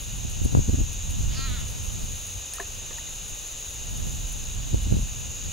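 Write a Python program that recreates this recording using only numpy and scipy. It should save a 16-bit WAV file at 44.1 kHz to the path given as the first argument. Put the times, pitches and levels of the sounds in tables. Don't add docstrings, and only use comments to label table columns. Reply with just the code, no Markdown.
import sys
import numpy as np
from scipy import signal
from scipy.fft import rfft, irfft, next_fast_len
from scipy.io import wavfile
from scipy.ndimage import uniform_filter1d

SR = 44100
rng = np.random.default_rng(int(sys.argv[2]) if len(sys.argv) > 2 else 0)


def invert_db(level):
    return 10 ** (np.asarray(level, dtype=float) / 20)


def master_out(mix):
    frames = np.transpose(np.atleast_2d(mix))
    ceiling = np.clip(frames, -1, 1)
    pcm = np.round(ceiling * 32767).astype(np.int16)
    wavfile.write(sys.argv[1], SR, pcm)


N = 243431


def level(x, db=0):
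    return x * invert_db(db) / np.sqrt(np.mean(x ** 2))


def curves(table):
    start_s, *columns = np.transpose(table)
    return [np.interp(np.arange(N) / SR, start_s, c) for c in columns]


def humps(rows):
    t = np.arange(N) / SR
    return sum(height * np.exp(-((t - s) / half_s) ** 2) for s, height, half_s in rows)


def slope(hz, points):
    freq_hz, level_db = np.transpose(points)
    return np.interp(np.log(hz + 1), np.log(freq_hz), level_db)


def shape(x, gain):
    size = next_fast_len(N)
    return irfft(rfft(x, size) * gain(np.fft.rfftfreq(size, 1 / SR)), size)[..., :N]


def walk(rate_hz):
    k = int(SR / rate_hz)
    held = np.repeat(rng.standard_normal(N // k + 1), k)
    return 0.86 * uniform_filter1d(uniform_filter1d(held, k), k)[:N]


def clicks(rate_hz, scatter_db):
    hit = rng.random((2, N)) < rate_hz / SR
    return hit * rng.standard_normal((2, N)) * invert_db(scatter_db * rng.exponential(size=(2, N)))


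def ports(mid, side):
    return np.array([mid + side, mid - side])


def add(out, at_s, sound):
    i = int(at_s * SR)
    out[:, i:i + sound.shape[1]] += sound[:, :N - i]


# start_s, rumble_db, left_minus_right_db
GUST = [(0, -37.5, -1), (.3, -34.5, 1.5), (.58, -32, 5), (.7, -33.5, -1), (.95, -34.5, 4.5),
        (1.2, -27.5, 0.5), (1.45, -31.5, -2.5), (1.7, -35, -2), (2.15, -36, 2), (2.45, -47, 3),
        (2.8, -42, 2), (3.25, -42.5, 0), (3.57, -48.5, 5), (4.05, -32, 0.5), (4.45, -36.5, 3),
        (4.8, -33, -5), (5.2, -37, 3.5), (5.52, -39.5, -1)]
# peak_s, rise_db, half_s
PUFFS = [(.14, 6.5, 0.015), (.43, 5.5, 0.043), (.575, 13.5, 0.047), (.82, 6, .03), (1.29, 2.5, .04),
         (1.51, 8, 0.017), (1.63, 0, 0.02), (1.95, 5, 0.051), (2.04, 9.5, 0.013), (2.12, 2.5, 0.022),
         (2.38, 5.5, 0.039), (4.36, 4, .02), (2.64, 1, 0.017), (3.33, 12, 0.016), (3.92, 1.5, 0.02),
         (4.07, 4, 0.034), (4.57, 4.5, 0.029), (4.745, 7, .03), (4.92, 14.5, 0.068), (5.03, 7, 0.016),
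         (5.3, 5.5, 0.025), (5.47, 12.5, 0.027)]
# freq_hz, level_db_per_hz
RUMBLE = [(12, -39), (20, 0), (33, 2), (93, -5), (178, -22), (250, -30.5), (320, -41), (550, -120)]
# freq_hz, side_db
RUMBLE_SIDE = [(20, -1), (50, -7), (100, -5.5), (200, -2)]
# freq_hz, level_db_per_hz
BUFFET = [(60, -5.5), (130, 3.5), (250, -9.5), (500, -27), (1000, -26), (2000, -95)]


def wind():
    steady_db, pan_db = curves(GUST)
    puff_db = humps(PUFFS)
    rumble_db = steady_db + puff_db
    buffet_db = -8 - 0.56 * puff_db + 2.75 * walk(12)
    pan_db = pan_db + 4 * walk(14)
    apart_db = 2 + 0.46 * (rumble_db + 36)
    noise = rng.standard_normal((4, N))

    mid = shape(noise[0], lambda f: invert_db(slope(f, RUMBLE)))
    side = shape(noise[1], lambda f: invert_db(slope(f, RUMBLE) + slope(f, RUMBLE_SIDE)))
    rumble = ports(mid, side) / np.std(mid) * invert_db(rumble_db + 2.96 * walk(18))
    rumble = rumble * invert_db(np.array([[-1.2], [1.2]]))

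    mid, side = level(shape(noise[2:], lambda f: invert_db(slope(f, BUFFET))))
    mid = mid * invert_db(-4.5 + 0.63 * walk(40))
    side = side * invert_db(apart_db + 2.4 * walk(40))
    buffet = ports(mid, side) * invert_db(rumble_db + buffet_db)
    return (rumble + buffet) * invert_db(0.53 * np.array([pan_db, -pan_db]) / 2)


# peak_s, peak_db, half_s
BURSTS = [(0.251, -25, 0.013), (0.424, -30, 0.0085), (.457, -19, 0.01), (0.549, -12, 0.0098),
          (0.587, -16, 0.015), (0.692, -13, 0.012), (.74, -15, 0.012), (0.782, -16, 0.0081),
          (0.805, -18.5, 0.011), (4.742, -11.5, 0.011), (4.78, -26, .01), (4.869, -19.5, 0.0069),
          (4.924, -16.5, 0.017), (4.944, -18, 0.0094), (4.967, -20, .008), (4.992, -17, 0.0075),
          (5.024, -39, 0.0067)]


def bursts():
    spectrum = [(40, -20), (85, 5.5), (160, -6), (300, -15.5), (600, -35), (1500, -60.5)]  # Hz, dB
    swell = humps((s, invert_db(db - 7.0), half_s) for s, db, half_s in BURSTS)
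    swirl = shape(rng.standard_normal(N), lambda f: invert_db(slope(f, spectrum)))
    swirl = swirl / np.sqrt(uniform_filter1d(swirl ** 2, size=900))
    return ports(swell * swirl, np.zeros(N))


# peak_s, peak_db, width_ms, port (left 1, right -1)
POPS = [(0.25, -19, 1.8, -1.3), (0.418, -14, 1.9, -1.2), (0.453, -13, 1.5, -1.35), (0.461, -9.5, 1.5, 0.89),
        (0.529, -20, 1.7, 1), (0.534, -19, 2, 1), (0.551, -3, 0.65, 0.48), (0.573, -6, 1.3, 1),
        (0.585, -14, 2, 0.97), (0.593, -5, 1.6, 0.72), (0.682, -27, 1.8, 1), (0.688, -15, 1.5, 1),
        (0.696, -11.5, 1.7, -0.88), (0.734, -15, 2.2, -0.75), (0.745, -10, 1.8, 0.73),
        (0.789, -17, 0.81, 0.54), (0.803, -27, 2, -0.89), (0.815, -14, 1.3, -1), (1.208, -17, 2.2, -0.61),
        (1.237, -25, 1.7, -1), (1.393, -17, 1.6, 1), (1.52, -17, 2.8, -0.67), (4.745, -7, 1.15, -0.42),
        (4.869, -25, 2.0, -1), (4.92, -18, 1.5, -1), (4.925, -7, 1.3, -1.2), (4.943, -19, 1.6, -0.86),
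        (4.969, -9.5, 1.7, 0.61)]


def pops():
    out = np.zeros((2, N))
    half_n = 600
    t_ms = np.arange(-half_n, half_n) / SR * 1e3
    for (s, db, width_ms, port), luck in zip(POPS, rng.random((len(POPS), 1))):
        spike = 1 / (1 + (2 * t_ms / width_ms) ** 2) ** 1.1
        broad = np.exp(-(t_ms / (3.2 * width_ms)) ** 2)
        rebound = np.exp(-(t_ms / 10.8) ** 2)
        rebound = rebound / rebound.sum()
        side = spike - rebound * spike.sum()
        mid = .24 * (broad - rebound * broad.sum()) + .15 * side
        sign = np.sign(luck - .5)
        add(out, s - half_n / SR, sign * invert_db(db + 1.5) * ports(port * mid, side))
    return out


# start_s, pitch_hz, level_db, beak_hz
RASP = [
    (1.29, 236, -59, 4000),
    (1.325, 244, -50, 4200),
    (1.355, 253, -48.5, 4500),
    (1.39, 267.5, -46, 4330),
    (1.46, 270, -44.5, 4160),
    (1.495, 251, -47.5, 3950),
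    (1.555, 243, -48.5, 3870),
    (1.595, 211, -51, 3650),
    (1.655, 178, -62, 3550),
]
# freq_hz, width_hz, level_db
THROAT = [(1080, 200, -16), (1370, 200, -2), (1830, 260, -7), (3100, 1300, -10)]
# share_of_beak_hz, width_hz, level_db
BEAK = [
    (.58, 300, -8),
    (1, 680, -1.5),
    (1.15, 600, -5),
]


def bird():
    pitch_hz, level_db, beak_hz = curves(RASP)
    t = np.arange(N) / SR
    settle_s = 1.355
    rough = .05 + .75 / (1 + np.exp((t - settle_s) / .01))
    rough = rough + .1 * np.clip((250 - pitch_hz) / 60, 0, 1) * (t > settle_s)
    phase = 2 * np.pi * np.cumsum(pitch_hz * (1 + .08 * rough * walk(300))) / SR
    closing_db = np.clip((4400 - beak_hz) / 18, 0, 20)
    tone = 0
    for k in range(3, 26):
        harmonic_hz = k * pitch_hz
        tract = sum(invert_db(db) / (1 + (2 * (harmonic_hz - hz) / width_hz) ** 2) for hz, width_hz, db in THROAT)
        for share, width_hz, db in BEAK:
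            peak = invert_db(db + 7 * rough - closing_db * (.15 + .85 * (share > 1)))
            tract = tract + peak / (1 + (2 * (harmonic_hz - share * beak_hz) / width_hz) ** 2) ** 1.5
        tone = tone - tract * np.cos(k * phase + 0.043 * k * k)
    hoarse = uniform_filter1d(rng.standard_normal(N), size=24) * 5
    gate = np.clip((t - RASP[0][0]) / 0.0085, 0, 1) * np.clip((RASP[-1][0] - t) / 0.012, 0, 1)
    dry = tone * (1 - rough + rough * hoarse) * gate * invert_db(level_db + 5.0)

    tail = rng.standard_normal((2, 9000)) * np.exp(-np.arange(9000) / SR / .05)
    tail = tail / np.sqrt(np.sum(tail[0] ** 2))
    echo = signal.fftconvolve(dry[None], tail, axes=1)[:, :N]
    return ports(dry, .36 * np.roll(dry, 5)) + invert_db(-11) * echo


# start_s, peak_db, pitch_hz, t60_s, glide_up_share
PLOPS = [(2.5838, -26, 1250, 0.016, 0.083), (2.5955, -30, 684, 0.078, 0.019), (2.603, -32.5, 392, 0.098, 0),
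         (2.6005, -19.5, 1705, 0.016, 0.077), (2.601, -35, 1060, 0.036, 0.058), (2.607, -37, 1930, .03, 0),
         (2.628, -40, 1760, .03, .05), (2.908, -37, 506, 0.04, 0.052), (2.910, -48, 1200, .015, 0),
         (2.980, -41, 924, 0.054, 0.021), (3.075, -43, 2050, 0.037, 0), (2.983, -34.5, 1800, .035, 0.2)]


def float_in_water():
    out, t = np.zeros((2, N)), np.arange(6000) / SR
    pan_db = 3
    for s, db, hz, t60_s, glide in PLOPS:
        ring = np.sin(2 * np.pi * hz * t * (1 + glide * t / t60_s))
        ring = ring * invert_db(db - 60 * t / t60_s) * np.minimum(t / 0.0014, 1)
        add(out, s, np.outer(invert_db(np.array([pan_db, -pan_db]) / 2), ring))
    return out


# start_s, level_db, decay_s
SPLASH = [
    (2.597, -36, 0.012),
    (2.906, -44.5, 0.02),
]


def splash():
    spectrum = [(150, -32), (350, 1), (1900, -0.5), (2400, -15), (8000, -23)]  # Hz, dB
    out, t = np.zeros((2, N)), np.arange(4000) / SR
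    for (s, db, decay_s), hiss in zip(SPLASH, rng.standard_normal((len(SPLASH), 2, len(t)))):
        add(out, s, invert_db(db + 13.0) * hiss * (t / 0.0026).clip(0, 1) * np.exp(-t / decay_s))
    mid, side = shape(out, lambda f: invert_db(slope(f, spectrum)))
    return ports(mid, 0.49 * side)


# start_s, pitch_hz, level_db
LINE = [(2.522, 1450, -64), (2.535, 1680, -56), (2.55, 1810, -55), (2.575, 1870, -56), (2.592, 1800, -64)]


def line():
    pitch_hz, level_db = curves(LINE)
    t = np.arange(N) / SR
    tone = np.sin(2 * np.pi * np.cumsum(pitch_hz * (1 + .02 * walk(150))) / SR)
    return np.sqrt(2) * invert_db(level_db) * tone * (t > LINE[0][0]) * (t < LINE[-1][0])


# start_s, level_db
SWAY = [(0, -47.5), (.4, -52.5), (1.1, -51.5), (2.3, -48), (2.5, -51.5), (2.8, -51), (3.84, -48.5),
        (4.3, -49), (4.6, -53), (5.52, -50)]
# peak_s, rise_db
FLURRIES = [(.17, 6), (.31, 7), (.445, 8), (.935, 4), (1.108, 6), (2.555, 6), (3.29, 4), (4.33, 6),
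            (4.83, 5)]
# freq_hz, level_db_per_hz
GRASS = [(6000, -16.5), (8000, -11.5), (9000, -4.5), (9800, -0.5), (11500, -3.5), (13500, -13.5),
         (14800, -14), (15700, -4.5)]
# freq_hz, level_db_per_hz
GRASS_SIDE = [(6000, -34), (8100, -21), (9300, -13), (10200, -5), (11000, 2.5), (12100, 7), (13200, 1),
              (14300, -10), (15100, -14), (15250, -60)]


def grass():
    flurry_half_s = 0.014
    flurry_db = curves(SWAY)[0] + humps((s, db, flurry_half_s) for s, db in FLURRIES)
    flurry_db = flurry_db + 0.66 * walk(13) + 1.85 * walk(85)
    mid, side = level(clicks(14000, .7)) * invert_db(np.outer([1, .75], flurry_db + 51) - 42)
    mid = shape(mid, lambda f: invert_db(-0.83 + slope(f, GRASS)))
    side = shape(side, lambda f: invert_db(slope(f, GRASS_SIDE)))
    return ports(mid, side) * invert_db(np.array([[.55], [-.55]]))


# start_s, peak_db, ring_hz
SNAPS = [(0.2972, -32, 9220), (0.447, -30, 10500), (0.645, -33, 8660), (0.928, -31, 9400),
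         (1.1049, -35, 9590), (2.5348, -22, 9370), (2.56, -30, 9700), (2.6, -35, 9970),
         (2.9547, -36, 10600), (3.091, -34, 9700), (3.28, -35, 9600), (3.972, -31, 9300),
         (4.198, -36, 9930), (4.817, -37, 11000), (5.02, -33, 10100)]


def snaps():
    spectrum = [(1500, -24), (3000, -7), (5500, -4), (9500, -2.5), (13000, -11), (15500, -11)]  # Hz, dB
    out, t = np.zeros((2, N)), np.arange(2000) / SR
    fade = .5 * np.exp(-t / 0.0024) + 0.43 * np.exp(-t / 0.007)
    for (s, db, hz), hiss in zip(SNAPS, rng.standard_normal((len(SNAPS), 2, len(t)))):
        ring = 0.82 * np.sin(2 * np.pi * hz * t) * np.array([[1], [.3]]) * np.exp(-t / 0.0025)
        add(out, s + .0007, invert_db(db) * np.minimum(t / 0.00051, 1) * (hiss * fade + ring))
    mid = shape(out[0], lambda f: invert_db(slope(f, spectrum)))
    side = shape(out[1], lambda f: invert_db(slope(f, GRASS_SIDE) - 6))
    return ports(mid, side)


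# pitch_hz, width_hz, level_db, side_db
SONGS = [
    (2536, 218, -13.5, -9),
    (2882, 280, -10, -7),
    (3714, 490, -12, -6.5),
    (6678, 650, -1, -12),
]


def chorus():
    out = 0
    for hz, width_hz, db, side_db in SONGS:
        mid, side = shape(clicks(20000, 0.14), lambda f: np.exp(-((f - hz) / width_hz) ** 2))
        song = ports(mid, side * invert_db(side_db)) / np.std(mid)
        out = out + song * np.sqrt(width_hz) * invert_db(db + 0.96 * walk(5))
    out[1] = .6 * out[1] + .36 * np.roll(out[1], 1)
    return level(out, -39.5 + 1.65)


# freq_hz, level_db_per_hz
AIR = [(100, -11.5), (250, -4), (500, -1.5), (1000, -6.5), (1900, -8), (3200, -10), (5000, -4),
       (8000, -9.5), (12000, -18.5)]
# freq_hz, level_db_per_hz
AIR_SIDE = [(100, -22), (250, -10), (500, -3), (1000, -7), (1900, -10), (3200, -15.5), (5000, -13),
            (8000, -15.5), (12000, -20)]


def air():
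    mid, side = rng.standard_normal((2, N))
    mid = shape(mid, lambda f: invert_db(slope(f, AIR)))
    side = shape(side, lambda f: invert_db(slope(f, AIR_SIDE)))
    return level(ports(mid, side)) * invert_db(-54.5 + 9 + .5 * walk(3.2))


# pitch_hz, level_db
WHINE = [(12291, -72), (13296, -78), (14301, -83)]


def whine():
    t = np.arange(N) / SR
    return sum(np.sqrt(2) * invert_db(db) * np.sin(2 * np.pi * hz * t) for hz, db in WHINE)


def scene():
    gusts = wind() + bursts() + pops()
    cast = float_in_water() + splash() + line()
    background = grass() + snaps() + chorus() + air() + whine()
    return gusts + bird() + cast + background


def low_pass(x):
    return signal.sosfilt(signal.butter(12, 16410, fs=SR, output="sos"), x)


def record(dry):
    top_hz = 15740
    clipped = np.clip(dry, -.98, .98)
    mix = shape(clipped, lambda f: f < top_hz)
    return low_pass(mix)


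dry = scene()
out = record(dry)
master_out(out)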